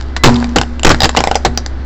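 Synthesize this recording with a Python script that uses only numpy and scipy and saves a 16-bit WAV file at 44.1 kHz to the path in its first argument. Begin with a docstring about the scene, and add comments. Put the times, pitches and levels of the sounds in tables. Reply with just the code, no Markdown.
"""On concrete, a hand's width from a phone, a car creeps over a hollow plastic toy.
The engine hums, a thin whine swells into one squeak, and grit crackles under the tyre.
The toy splits in sharp snaps: each cracks, rings a shard, knocks the shell and echoes under the car.
Each time the toy gives way, the tyre drops, booms and pushes air at the microphone, which overloads.
After the first drop the rubber settles with a dull rustle."""
import sys
import numpy as np
from scipy import signal
from scipy.fft import rfft, irfft
from scipy.io import wavfile
from scipy.ndimage import uniform_filter1d

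SR = 44100
rng = np.random.default_rng(int(sys.argv[2]) if len(sys.argv) > 2 else 0)


def digitize_waveform(pressure):
    """Quantize a signal to 16-bit integers and store it at the path in sys.argv[1].

    Rows of a 2-D input are taken as channels; values are limited to [-1, 1].
    """
    field = np.atleast_2d(pressure).T
    bounded = np.clip(field, -1, 1)
    quanta = np.round(bounded * 32767).astype(np.int16)
    wavfile.write(sys.argv[1], SR, quanta)


N = 81585
TIME_S = np.arange(N) / SR


def gain(db):
    """Turn decibels into a number to multiply a sound by."""
    return 10 ** (np.asarray(db) / 20)


def fade(fade_s):
    """A smooth dying away that falls by 60 dB in fade_s seconds."""
    return np.exp(-np.log(1000) * TIME_S / fade_s)


def noise(colour):
    """Noise of strength 1, its lows and highs shaped by rows of (pitch_hz, level_db)."""
    hz, db = np.array(colour, float).T
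    all_hz = np.maximum(np.fft.rfftfreq(N, 1 / SR), 1)
    roll_off = np.minimum(all_hz / hz[0], 1) ** 2 * np.minimum(hz[-1] / all_hz, 1) ** 2
    shape = gain(np.interp(np.log(all_hz), np.log(hz), db))
    sound = irfft(rfft(rng.standard_normal(N)) * roll_off * shape, N)
    return sound / sound.std()


def ring(tones):
    """A struck object: one fading tone for each row of (pitch_hz, level_db, fade_s)."""
    return sum(gain(db) * np.sin(2 * np.pi * hz * TIME_S) * fade(fade_s) for hz, db, fade_s in tones)


def add(out, start_s, sound):
    """Mix a sound into out at its start time."""
    start = max(int(start_s * SR), 0)
    out[start:start + len(sound)] += sound[:N - start]


def wander(turns_per_s):
    """A slow random drift around zero, roughly 1 in size."""
    step = int(SR / turns_per_s)
    targets = rng.standard_normal(N // step + 1)
    return uniform_filter1d(np.repeat(targets, step), step)[:N]


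def lowpass(sound, hz):
    """Cut away the treble above hz."""
    return signal.sosfilt(signal.ellip(10, .2, 75, hz, fs=SR, output="sos"), sound)


# The tones in the engine's hum: pitch_hz, level_db
ENGINE_TONES = [(33, -50), (66.2, -21), (99.5, -48), (242, -38.5), (264, -40.5), (331, -40.5), (400, -47.5)]
# The lows and highs of the fan and street noise: pitch_hz, level_db
FAN_AND_STREET_COLOUR = [(90, -2), (170, 1), (340, -0.5), (460, -3), (750, -5), (1100, -8.5), (1600, -7.5),
                         (2500, -19.5), (4500, -21), (7500, -38), (9000, -34.5)]


def engine():
    """The engine's firing makes a slightly wavering hum, over fan and street noise and a low rumble."""
    wavering_s = TIME_S + 0.00017 * wander(3.3)
    hum = np.zeros(N)
    for hz, db in ENGINE_TONES:
        peak = gain(db - 0.5 * wander(10.1)) * np.sqrt(2)
        hum += peak * np.sin(2 * np.pi * (hz * wavering_s + rng.random()))
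    rumble = gain(-25) * noise([(12, -0.5), (40, -19), (90, -21.5)])
    fan_and_street = gain(-34) * noise(FAN_AND_STREET_COLOUR) * gain(0.42 * wander(27))
    return hum + fan_and_street + rumble


def whine(pitch_hz=2005, squeak_middle_s=0.212, squeak_length_s=0.046):
    """A faint, thin whine from the car swells once into a short squeak."""
    phase = 2 * np.pi * np.cumsum(pitch_hz * (1 + 0.0021 * wander(15))) / SR
    tone = np.sin(phase) + gain(-12) * np.sin(2 * phase)
    swell = np.exp(-((TIME_S - squeak_middle_s) / (squeak_length_s / 2)) ** 6)
    return (gain(-53.5) + gain(-33.5) * swell) * tone


# The lows and highs of cracking plastic: pitch_hz, level_db
CRACK_COLOUR = [(100, -10), (400, 2.5), (900, 6.5), (1700, 4), (2400, 0), (4000, 0.5), (6000, -8),
                (7500, -7.5), (10000, -5)]


def crack_noise():
    """The bright noise of tearing plastic, from which clicks and cracks are cut."""
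    return noise(CRACK_COLOUR)


# How loud the crackle under the tyre is as time passes: time_s, level_db
GRIT_LEVELS = [(0, -30), (.22, -78), (.31, -25), (.45, -36), (.72, -54), (0.952, -46), (1.2, -30.5),
               (1.5, -50), (1.85, -77)]


def grit(clicks_per_s=820, spread_db=7.5):
    """Strained plastic and grit make tiny random clicks under the tyre."""
    times_s, levels_db = np.array(GRIT_LEVELS).T
    clicks = (rng.random(N) < clicks_per_s / SR) * gain(spread_db * rng.standard_normal(N))
    crackle = signal.fftconvolve(clicks, crack_noise() * fade(0.0025))[:N]
    return crackle / crackle.std() * gain(np.interp(TIME_S, times_s, levels_db))


def shard(pitch_hz):
    """A broken piece rings briefly with one tone and a softer one just below it."""
    return ring([(pitch_hz, 0, 0.013), (pitch_hz / 1.05, -6, 0.013)])


# The tones of the toy's pinched shell when it is knocked: pitch_hz, level_db, fade_s
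SHELL_TONES = [(502, -16.5, 0.035), (620, -5.5, 0.025), (764, -4, 0.032), (812, -4.5, 0.029),
               (1397, -18, .025)]
# One row for each snap of the toy; "first" and "second" are the two pitches of its shard:
# start_s, crack_db, crack_fade_s, knock_db, first_hz, first_db, second_hz, second_db
TOY_SNAPS = [ (0.1647, -11, 0.038, -44, 1910, -10.5, 3960, -11.5),
             (0.2365, 16.5, 0.051, 4, 2950, 10, 1280, 16), (0.2513, 8.5, 0.034, -11, 1280, 11, 4460, -10),
             (0.2624, 1.5, 0.045, -7, 2500, -8, 5200, -30), (0.2743, -4, 0.03, -0.5, 1400, -13, 3670, -13),
             (.2828, -10, 0.035, -18.5, 990, 1.5, 2100, -16),
             (0.2918, -11.5, 0.051, -3, 1300, -19.5, 3840, -26),
             (0.343, -15, 0.011, -34, 4800, -16, 2160, -22), (0.358, -16, 0.01, -28, 3660, -18, 3350, -29),
             (.3630, -32, .015, -26, 3680, -15.5, 4000, -23),
             (.4012, -25, .015, -35, 4600, -21, 7420, -28.5),
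             (.4270, -29, .03, -18, 1570, -15.5, 1000, -13.5),
             (0.4434, -13, 0.012, -25.5, 3770, -25, 2370, -22),
             (0.4917, -26.5, .015, -45, 6000, -30.5, 2700, -33),
             (.5596, 2.5, 0.042, 6, 1800, -1, 4700, -14), (0.5848, -1, .016, -11, 2960, 2, 7050, -15),
             (0.6136, 0, 0.015, -14.5, 7100, -17, 2840, -5),
             (0.6339, -23, 0.018, -17.5, 1680, -18, 2900, -17.5),
             (0.7953, -19.5, .015, -50, 2840, -17.5, 7480, -21),
             (0.8328, -6.5, 0.017, -48, 7300, -6, 2960, -6), (0.8476, 17.5, 0.023, 10.5, 1580, 16, 4240, 3),
             (0.8684, 5, 0.021, -10, 1440, 2, 2080, -5), (.8790, -0.5, 0.015, -5, 1200, -10, 2370, -12),
             (.8930, 6, 0.017, -32, 5560, 2, 3300, -3), (0.9024, 3.5, 0.047, 6.5, 1435, 13.5, 1124, 13),
             (.9150, -1, 0.035, -7, 1130, -8, 1630, -6), (0.9454, -7.5, 0.012, -12.5, 4020, -17, 1640, -12),
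             (1.0047, -6.5, .016, -3, 4880, 2.5, 3980, 2.5), (1.019, -3.5, 0.018, -5, 3730, 0, 4980, 3.5),
             (1.0331, -2, 0.046, -3.5, 3920, 9, 1810, 3.5), (1.0430, -0.5, 0.048, -7, 4950, 6, 1490, -3),
             (1.0548, 0, 0.017, -5.5, 4650, -6, 6970, -7.5),
             (1.0922, -5.5, 0.017, -10.5, 7400, -9, 1750, -11),
             (1.1499, -23.5, 0.06, -36, 1210, -13, 1000, -6),
             (1.1650, -8, 0.021, -31, 4470, -28, 2440, -19), (1.1701, 3, 0.031, 8, 2880, 10, 2650, -5),
             (1.1904, -18, 0.0087, -29, 5000, -9, 3120, -10), (1.2047, -3, 0.017, -3, 5200, -9, 2240, -11),
             (1.2390, 2, 0.0081, -2, 5190, -4, 2300, -4), (1.2731, 1, 0.0075, -0.5, 3580, -6, 2090, -7),
             (1.313, -5.5, 0.019, 3, 2960, -7, 1330, -7), (1.3460, -11.5, 0.011, -30, 3350, -23, 2180, -27),
             (1.3546, 2, 0.011, 4, 5030, 0.5, 5880, -2), (1.4493, -0.5, 0.052, 7.5, 4090, 6.5, 1620, -3),
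             (1.5752, -3, 0.01, -12, 4910, -1, 5860, -2.5),
             (1.6620, -5, 0.0049, -19.5, 6070, -15.5, 4700, -16), ]


def snaps():
    """Each break tears the plastic, rings a shard and knocks the shell; all of it echoes."""
    cracks, shards, knocks = np.zeros((3, N))
    length = SR // 6
    tearing, shell = crack_noise(), ring(SHELL_TONES)
    for start_s, crack_db, crack_fade_s, knock_db, first_hz, first_db, second_hz, second_db in TOY_SNAPS:
        crack = np.roll(tearing, -rng.integers(N)) * fade(crack_fade_s)
        ringing = gain(first_db) * shard(first_hz) + gain(second_db) * shard(second_hz)
        add(cracks, start_s, gain(crack_db) * crack[:length])
        add(shards, start_s, ringing[:length])
        add(knocks, start_s, gain(knock_db) * shell[:length])
    # Only part of the ringing reaches the car's underside, and the tyre muffles the knocks.
    under_car = cracks + gain(-4) * shards + gain(-2) * knocks
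    return cracks + shards + knocks + echoes(under_car)


# The lows and highs of the echo under the car: pitch_hz, level_db
ECHO_COLOUR = [(80, -6), (300, 3.5), (800, -0.5), (1500, 1.5), (3000, -5), (5000, -1.5), (7500, -1.5),
               (10000, 2.5)]


def echoes(sound, delay_s=0.0051):
    """Sound bounces quickly between wheel, underside and concrete, then leaves a faint longer tail."""
    bounces = np.zeros(N)
    for level_db, fade_s in ((-13, 0.073), (-26, 0.53)):
        tail = noise(ECHO_COLOUR) * fade(fade_s)
        add(bounces, delay_s, gain(level_db) * tail / np.linalg.norm(tail))
    return signal.fftconvolve(sound, bounces)[:N]


# The lows and highs of the rubber's thud: pitch_hz, level_db
THUD_COLOUR = [(25, -1), (70, 2), (130, 0), (190, -5.5), (330, 0), (500, -9.5), (900, -13), (2500, -25)]
# The short tones of the tyre's rubber wall: pitch_hz, level_db, fade_s
RUBBER_TONES = [(106, -9.5, 0.093), (167, -9.5, 0.12), (320.3, -3.5, .1), (485.5, -10, 0.11)]
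# The longer tones of the air inside the tyre: pitch_hz, level_db, fade_s
BOOM_TONES = [(113.6, -1, 0.38), (132.9, -1, 0.34), (239.7, -4.5, 1.103), (267, -18, 1), (378, -8, .42),
              (475, -22.5, 0.5)]
# One row for each time the toy gives way: start_s, thud_db, boom_db, push_db, push_hz
TYRE_DROPS = [ (0.2379, 13.5, 2, 11.5, 14.3), (.5600, 0.5, -23.5, -40, 20), (.8490, 11.5, -22, 11, 17.7),
              (.9030, 1, -16.5, -26, 21), (1.0342, -2, -47, -7, 14), (1.1700, -3.5, -20, -19, 24),
              (1.4500, -4, -17, -10.5, 43), ]


def tyre_drops(boom_rise_s=0.014, thud_fade_s=0.12, push_fade_s=0.22):
    """The tyre drops: its rubber thuds, the air inside booms, and the air outside gets a slow push."""
    out = np.zeros(N)
    rubber_noise, rubber_ring = noise(THUD_COLOUR), ring(RUBBER_TONES)
    boom = ring(BOOM_TONES) * (1 - np.exp(-TIME_S / boom_rise_s))
    for start_s, thud_db, boom_db, push_db, push_hz in TYRE_DROPS:
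        thud = rubber_ring + gain(-2) * np.roll(rubber_noise, rng.integers(N)) * fade(thud_fade_s)
        air_push = ring([(push_hz, push_db, push_fade_s)])
        add(out, start_s, gain(thud_db) * thud + gain(boom_db) * boom + air_push)
    return out


# The lows and highs of the settling rubber: pitch_hz, level_db
RUSTLE_COLOUR = [(120, 3.5), (170, 11.5), (300, 3), (600, -2.5), (1050, 2.5), (1600, -25), (3000, -29)]


def tyre_rustle():
    """After the first drop the rubber settles on the rough concrete with a dull, fading rustle."""
    out = np.zeros(N)
    first_drop_s = TYRE_DROPS[0][0]
    add(out, first_drop_s, gain(-12.5) * noise(RUSTLE_COLOUR) * fade(0.71))
    return out


def scene():
    """The breaking toy, the tyre and the engine, mixed into one channel."""
    return (snaps() + tyre_drops() + tyre_rustle() + grit() + engine() + whine())[None]


def record(dry, treble_limit_hz=7850, overload_level=0.85, drift_hz=3.9):
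    """The microphone squashes loud peaks; only the fizz of that overload passes its treble limit."""
    narrow = lowpass(dry, treble_limit_hz)
    squashed = narrow / (1 + (narrow / overload_level) ** 6) ** (1 / 6)
    # The microphone cannot hold a steady pressure, so very slow swings sag back to zero.
    centred = signal.sosfilt(signal.butter(1, drift_hz, "high", fs=SR, output="sos"), squashed)
    fizz = signal.sosfilt(signal.butter(6, treble_limit_hz, "high", fs=SR, output="sos"), centred)
    treble_cut = signal.firwin(121, treble_limit_hz + 150, fs=SR, window="blackman")
    body = signal.fftconvolve(centred, treble_cut[None], "same")
    mix = gain(0.35) * body + gain(-9.5) * fizz
    overshoot = mix - np.clip(mix, -1, 1)
    return lowpass(mix - 0.86 * overshoot, hz=15900)


dry = scene()
out = record(dry)
digitize_waveform(out)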